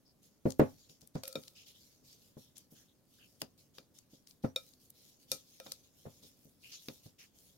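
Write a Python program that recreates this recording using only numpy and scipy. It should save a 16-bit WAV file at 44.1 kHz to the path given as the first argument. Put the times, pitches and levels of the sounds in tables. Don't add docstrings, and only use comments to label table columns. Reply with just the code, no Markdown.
import sys
import numpy as np
from scipy import signal
from scipy.fft import rfft, irfft, next_fast_len
from scipy.io import wavfile
from scipy.ndimage import uniform_filter1d, map_coordinates

SR = 44100
rng = np.random.default_rng(int(sys.argv[2]) if len(sys.argv) > 2 else 0)


def unload_audio(sound):
    columns = np.transpose(np.atleast_2d(sound))
    steps = np.round(np.clip(columns, -1, 1) * 32767)
    wavfile.write(sys.argv[1], SR, steps.astype(np.int16))


N = 333837
T = np.arange(SR // 3) / SR


def amp(db):
    return 10 ** (np.asarray(db) / 20)


def unit(x):
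    return x / np.sqrt(np.mean(x ** 2) + 1e-20)


def burst(x):
    return x / np.sqrt(np.mean(np.sum(x ** 2, axis=-1)) / (.02 * SR) + 1e-20)


def along(points, hz):
    freqs, values = np.transpose(points)
    return np.interp(np.log(hz + 1), np.log(freqs), values)


def wobble(rate, size):
    knots = rng.standard_normal(int(size * rate / SR) + 4)
    return map_coordinates(knots, [np.arange(size) * rate / SR])


def filtered(x, response):
    n = x.shape[-1]
    padded = next_fast_len(n + 4096)
    return irfft(rfft(x, padded) * response(np.fft.rfftfreq(padded, 1 / SR)), padded)[..., :n]


def coloured(x, spectrum):
    return unit(filtered(x, lambda hz: amp(along(spectrum, hz))))


def resonant(x, centre, q):
    width = centre / q
    return unit(filtered(x, lambda f: 1j * f * width / (centre ** 2 - f ** 2 + 1j * f * width)))


def patchy(x, depth_db):
    bins = signal.stft(x, nperseg=512)[2]
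    field = uniform_filter1d(rng.standard_normal(bins.shape[1:]), size=7, axis=0)
    field = uniform_filter1d(field, size=9, axis=1)
    return signal.istft(bins * amp(depth_db * unit(field)), nperseg=512)[1][:, :N]


def noise(size, side):
    a, b = rng.standard_normal((2, size))
    return unit(np.array([a + side * b, a - side * b]))


def grains(size, rate, spread_db, side):
    pops = (rng.random(size) < rate / SR) * amp(spread_db * np.minimum(rng.standard_normal(size), 2))
    return unit(pops * noise(size, side))


def fade(t60, hold=0):
    return amp(-60 * np.maximum(T - hold, 0) / t60)


def panned(x, pan_db):
    return x * amp(np.array([[pan_db], [-pan_db]]) / 2)


def add(track, s, x):
    part = track[:, max(round(s * SR), 0):][:, :x.shape[-1]]
    part += x[:, :part.shape[1]]


def ringing(modes, hold, apart):
    out = np.zeros((2, len(T)))
    for k, (hz, db, t60) in enumerate(modes):
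        drift = .3 * (hz / 300) ** .4 * wobble(60, len(T))
        phase = 2 * np.pi * (hz * T + rng.random()) + drift
        lead = (-1) ** k * apart * min(hz / 400, 1.5) ** 0.5
        out += amp(db) * fade(t60, hold) * np.sin(phase + np.array([[lead], [-lead]]))
    return out


def room_tone():
    # (frequency [Hz], level [dB])
    hush_spectrum = [(25, -11.5), (110, -5), (270, 2), (400, -11.5), (1000, -18), (2700, -25.5),
                     (6000, -26), (16000, -24)]
    return amp(-73) * coloured(noise(N, side=.7), hush_spectrum)


def kitchen(x):
    # (frequency [Hz], t60 [s])
    decay_times = [(100, 0.45), (1000, 0.12), (5000, 0.1525), (15000, 0.053)]
    hz, t, bins = signal.stft(rng.standard_normal((2, SR // 2)), SR, nperseg=256)
    decay = amp(-60 * t / along(decay_times, hz)[:, None])
    tail = signal.istft(bins * decay, SR, nperseg=256)[1]
    tail = np.pad(tail / np.linalg.norm(tail[0]), ((0, 0), (SR // 200, 0)))
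    return signal.fftconvolve(x, tail, axes=1)[:, :N]


def squelches():
    # (time [s], length [s], start pitch [Hz], end pitch [Hz], width [Hz], level [dB])
    pockets = [(0.053,0.074,5200,4880,704,-70.5), (1.552,0.1,2790,2945,675.4,-64),
               (1.553,0.043,5270,4620,1190,-62.5), (1.663,0.063,3254,3300,700,-64),
               (1.738,0.074,3320,3650,700,-66.5), (2.077,0.068,4450,5400,1104,-62.5),
               (2.406,0.11,3350,3500,600,-74.5), (2.753,0.1,1550,1800,500,-77),
               (2.876,0.057,3680,3500,600,-76), (3.18,.07,1596,1600,399,-74.5),
               (3.195,0.083,2950,2750,477,-65.5), (4.452,0.079,5470,5970,181,-73),
               (6.223,0.062,3896,3660,893,-67), (6.632,0.085,2610,2940,524,-57.5),
               (6.703,0.081,2930,3394,990,-61.5), (6.723,0.046,4690,4960,2370,-57.5),
               (7.183,0.082,2750,2316,1090,-63.5)]
    out = np.zeros((2, N))
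    for s, length, start_hz, end_hz, width, db in pockets:
        progress = np.clip(T / length, 0, 1)
        pops = grains(len(T), rate=4400, spread_db=1.0, side=0.87)
        sputter = filtered(pops, lambda hz: 1 / np.sqrt(1 + (2 * hz / width) ** 4))
        glide = 2 * np.pi * np.cumsum(start_hz + (end_hz - start_hz) * progress) / SR
        swell = np.sqrt(np.abs(np.sin(np.pi * progress ** 0.69)))
        add(out, s, amp(db) * swell * unit(sputter * np.sin(glide)))
    return panned(out, pan_db=1.5)


def pressing(column, rest_db):
    # (time [s], length [s], squish [dB], wet fizz [dB])
    strokes = [(0.212,0.054,-69.5,-70), (.44,.06,-63,-62), (.565,.14,-68,-68.5), (0.755,0.085,-67.5,-74),
               (0.88,.04,-63.5,-69), (1.0,.03,-67.5,-70.5), (1.135,0.043,-62.5,-71.5),
               (1.22,.08,-60.5,-60.5), (1.34,0.12,-65,-65), (1.53,.09,-61,-70), (1.65,.04,-59.5,-63.5),
               (1.7,.18,-66.5,-69), (2.02,.11,-64.5,-67.5), (2.169,.11,-69.5,-70.5),
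               (2.356,0.077,-67,-66.5), (2.55,.035,-61.5,-66.5), (2.7,.03,-69.5,-63.5), (2.73,.08,-66,-69),
               (3.021,.28,-71.5,-72.5), (3.397,0.018,-64,-61), (3.57,.045,-67.5,-68.5),
               (3.73,.055,-65.5,-70), (3.933,0.042,-65,-68.5), (4.089,.065,-68.5,-70.5),
               (4.266,0.038,-68,-64.5), (4.418,0.036,-65,-67), (4.539,.14,-67.5,-66.5),
               (4.78,.07,-70,-68.5), (4.91,.18,-66.5,-68), (5.177,0.063,-71,-71.5), (5.265,.11,-60,-64.5),
               (5.42,0.17,-66,-68), (5.608,.11,-61,-62.5), (5.82,0.0494,-67.5,-75), (5.875,.29,-68,-69),
               (6.207,.07,-62.5,-65), (6.324,.17,-75,-72), (6.579,0.17,-61.5,-64), (6.711,0.034,-50.5,-67),
               (6.766,.16,-62,-63), (7.023,.04,-62.5,-66), (7.179,.04,-59,-64), (7.303,.18,-68,-67.5)]
    creep_db_per_s = -0.5
    power = amp(rest_db + creep_db_per_s * np.arange(N) / SR) ** 2
    for stroke in strokes:
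        s, length = stroke[:2]
        first = max(round(s * SR), 0)
        t = np.arange(min(SR, N - first)) / SR
        rise_s, settle_t60 = .5 * length, 0.13 + 3 * length
        build = np.sin(np.pi / 2 * np.minimum(t / rise_s, 1)) ** 2
        settle_db = -60 * np.maximum(t - length, 0) / settle_t60
        power[first:first + len(t)] += (build * amp(stroke[column] + settle_db)) ** 2
    return 10 * np.log10(power)


def rice():
    # (frequency [Hz], level [dB])
    squish_spectrum = [(200, -18.5), (900, -18.5), (1700, -12.5), (2400, -6), (3400, 0), (5300, 2.5),
                       (6900, 1.5), (8000, -11.5), (16000, -26)]
    fizz_spectrum = [(4000, -25.5), (7500, -5.5), (9500, -1.5), (12500, 1.5), (16000, -2.5)]
    rumble_spectrum = [(25, -14), (70, -1), (140, 2), (270, -6.5), (550, -7.5), (900, -24.5), (2000, -36.5),
                       (6000, -54.5)]
    squish_db = pressing(column=2, rest_db=-83)
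    fizz_db = pressing(column=3, rest_db=-85)
    rumble_db = -74.5 + 0.14 * (squish_db - squish_db.mean())
    clumps_db = 0.61 * wobble(70, N)
    mush = patchy(grains(N, rate=10000, spread_db=0.5, side=1.0), depth_db=3)
    mush = filtered(coloured(mush, squish_spectrum), lambda hz: hz ** 3 / (hz ** 3 + 1500 ** 3))
    squish = amp(squish_db + clumps_db) * mush
    prickle = patchy(grains(N, rate=9000, spread_db=0.0, side=0.83), depth_db=2)
    fizz = amp(fizz_db + clumps_db) * coloured(prickle, fizz_spectrum)
    pops = grains(N, rate=45, spread_db=4, side=.9)
    ticks = amp(fizz_db - 9) * resonant(pops, 7000, q=.7)
    rumble = amp(rumble_db + 1.5 * wobble(14, N)) * coloured(noise(N, side=0.3), rumble_spectrum)
    return panned(squish + ticks, pan_db=0.5) + fizz + rumble


def snaps():
    # (time [s], relative level [dB], centre [Hz], left over right [dB])
    threads = [(0.2304, -49, 11800, -4), (0.505, -31, 5750, 21), (0.521, -28.5, 5700, 8),
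               (0.596, -29, 12900, -16), (0.8964, -45.5, 3480, 9), (1.0162, -43, 5400, 9),
               (1.0735, -38, 11000, 10), (1.1547, -35, 4860, -3), (1.234, -48, 4140, -2),
               (1.2536, -31, 3960, 8), (1.279, -21.5, 12500, -5), (1.4362, -38, 4280, 7),
               (1.48, -31, 4320, 5), (2.1288, -40.5, 6120, 4), (2.5684, -38.5, 5300, 13),
               (2.581, -33.5, 9800, 14), (3.9874, -39.5, 6310, 12.5), (4.2718, -37.5, 5450, 5.5),
               (4.3096, -45, 4440, 17), (4.7359, -44.5, 4800, 8), (4.9032, -32.5, 12300, 0.5),
               (5.7178, -32.5, 5140, 14), (6.4467, -47, 15300, 16), (7.3863, -48, 5680, 12.5)]
    out = np.zeros((2, N))
    creak_s, parting_db = .008, -2
    for s, db, hz, pan_db in threads:
        swell = amp(-26 * np.maximum(1 - T / creak_s, 0))
        decay = fade(0.01, creak_s) + .12 * fade(.06)
        creak = burst(grains(len(T), rate=8200, spread_db=4.5, side=.9) * swell * decay)
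        parting = burst(noise(len(T), side=0.86) * (T >= creak_s) * fade(0.005, creak_s))
        snap = burst(resonant(creak + amp(parting_db) * parting, hz, q=2.4))
        add(out, s + 0.0013 - creak_s, panned(amp(db - 24) * snap, pan_db))
    return out


def taps():
    # (time [s], crack [dB], ring [dB], clack [dB], tick [dB], contact time [s],
    # ring length [factor], left over right [dB])
    hits = [(1.235,-51.5,-49.5,-67,-47.5,0.0028,3.7,1), (1.277,-54.5,-49.5,-85,-54,0.0021,4.8,7.5),
            (1.327,-70,-91,-75,-55,0.0031,1.3,7), (1.355,-52,-40,-49.5,-57,0.001,0.48,12),
            (3.417,-41.5,-87,-70.5,-46,0.0026,0.56,7.5), (3.783,-54.5,-60.5,-64.5,-82,0.0022,0.64,6.5),
            (4.446,-77,-44,-99,-79,.002,0.36,0), (4.560,-45,-40.5,-34.5,-45,0.0032,0.88,2),
            (5.317,-44,-43,-45,-34,0.00068,0.85,2), (5.6,-52,-53,-70,-61,0.0022,1.3,4.5),
            (5.664,-56.5,-59.5,-61,-74,0.006,2.3,2.5), (5.719,-55.5,-60.5,-86,-43.5,0.0032,0.41,3),
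            (6.885,-46.5,-56,-58,-57,0.0015,0.51,3)]
    # (frequency [Hz], level [dB], t60 [s])
    glass_modes = [(530,-1,0.079), (643,-17.5,0.085), (1282,-23,0.18), (1376,-18,0.11), (2367,-17.5,0.15),
                   (2472,-8.5,0.055), (3672,-10,0.12), (4400,-17,0.086), (5490,-12.5,0.082),
                   (7000,-24,0.12), (9050,-29,0.098)]
    # (frequency [Hz], level [dB])
    crack_spectrum = [(200, -7), (600, 3), (900, -7), (1300, -2), (1800, -6.5), (2250, -7), (2800, -4),
                      (3600, -5.5), (5000, 0.5), (7500, -25.5), (16000, -12.5)]
    tick_spectrum = [(2500, -24), (4200, 5), (6300, 4.5), (7800, -1), (9100, 4.5), (10500, -2.5),
                     (12300, 1.5), (14000, -1), (16000, -32)]
    out = np.zeros((2, N))
    for s, crack_db, ring_db, clack_db, tick_db, touch, free, pan_db in hits:
        hard_db = 0.38 * (clack_db - ring_db)
        modes = [(hz, db + hard_db * (hz > 2000), t60 * free) for hz, db, t60 in glass_modes]
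        ring = burst(ringing(modes, hold=0, apart=0.32) * (1 - fade(0.027)))
        wood = np.sin(2 * np.pi * 3735 * T + 0.42 * wobble(600, len(T)))
        clack = burst(wood * fade(0.012, touch) * (1 - fade(0.028)))
        linger = 0.27 * min(amp(ring_db - crack_db), 1) * fade(0.15)
        crack_shape = fade(.0067, touch) + .05 * fade(.1) + .45 * linger
        crack = burst(coloured(noise(len(T), side=1.0), crack_spectrum) * crack_shape)
        tick = burst(coloured(noise(len(T), side=1.0), tick_spectrum) * (fade(0.0047, touch) + linger))
        contact = amp(crack_db) * crack + amp(clack_db) * clack + amp(tick_db) * tick
        add(out, s, amp(ring_db) * ring + panned(contact, pan_db))
    return out


def knocks():
    # (time [s], relative level [dB], thump centre [Hz], edge offset [dB],
    # rocking time [s], build-up [s])
    blows = [(.454,-16.5,295,-24.5,0.015,0.0018), (.594,-11.5,345,-13,0.029,0.0016),
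             (.895,-53,150,-23,0.014,0.0056), (1.022,-53.5,110,-17.5,0.017,0.0021),
             (1.152,-29,159,-16,0.0062,0.0022), (1.353,-36,304.4,-15.5,0.029,0.0016),
             (2.021,-61.5,199,-20,0.016,0.0034), (2.367,-42.5,209,-20,0.0083,0.0026),
             (2.712,-52,213.3,-21.5,0.03,0.012), (3.417,-40,260,-12.5,0.012,0.00365),
             (3.782,-54,344,-18,0.019,0.0014), (4.128,-52.5,250,-23.5,0.012,0.0055),
             (4.436,-23,207,-16,0.012,0.01), (5.316,-45.5,341,-10,0.04,0.0052),
             (5.658,-50.5,246.4,-3,0.046,0.0051), (6.053,-43.5,497,-12.5,0.012,0.00095),
             (6.059,-39,92,-15.5,0.014,0.0045), (6.222,-52,177.5,-18.5,0.034,0.0079),
             (6.447,-53,193,-31,0.026,0.0075), (6.883,-40.5,256,-16.5,0.02,0.0015),
             (7.054,-47,119,-20,0.0056,0.0084)]
    # (frequency [Hz], level [dB], t60 [s])
    table_modes = [(40,-15,.15), (63.5,-10.5,0.073), (90.9,-11,0.25), (116,-5.5,0.17), (150.5,3.5,0.089),
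                   (221.2,1,0.11), (262,-4,0.2), (301.8,2,0.038), (389.2,-3.5,0.12), (441,0.5,0.069),
                   (518.7,-1,0.13), (571.5,-5,.13), (618,-5,0.075), (675,-9.5,0.093), (839,-19.5,0.2)]
    # (frequency [Hz], level [dB])
    edge_spectrum = [(300, -25.5), (650, 4), (950, -3), (1400, -10.5), (2000, -14), (3000, -25),
                     (6000, -35.5), (16000, -52.5)]
    out = np.zeros((2, N))
    for s, db, hz, edge_db, rock, build in blows:
        modes = [(f, level - 3.1 * abs(np.log2(f / hz)), t60) for f, level, t60 in table_modes]
        boom = burst(ringing(modes, hold=min(rock, .04), apart=0.59) * (1 - fade(0.02028)))
        cycles = (T - build - .0017) * hz
        push = burst((np.sin(2 * np.pi * cycles) - .1) * np.exp(-(cycles / 0.79) ** 2))
        edge_shape = (fade(0.18, build) + 1.1 * fade(.05, build)) * (1 - fade(0.017))
        edge = burst(coloured(noise(len(T), side=1.0), edge_spectrum) * edge_shape)
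        rise = np.minimum(T / build, 1)
        add(out, s, rise * (amp(db - 8.0) * boom + amp(db - 11.5) * push + amp(db + edge_db - 3) * edge))
    return out


def scene():
    thuds = knocks()
    spoon = taps() + snaps() + squelches()
    return room_tone() + thuds + spoon + rice() + kitchen(amp(-28.0) * thuds + amp(-16.5) * spoon)


def record(dry):
    top_hz = 16050
    return filtered(dry, lambda hz: 1 / np.sqrt(1 + (hz / top_hz) ** 160))


dry = scene()
out = record(dry)
unload_audio(out)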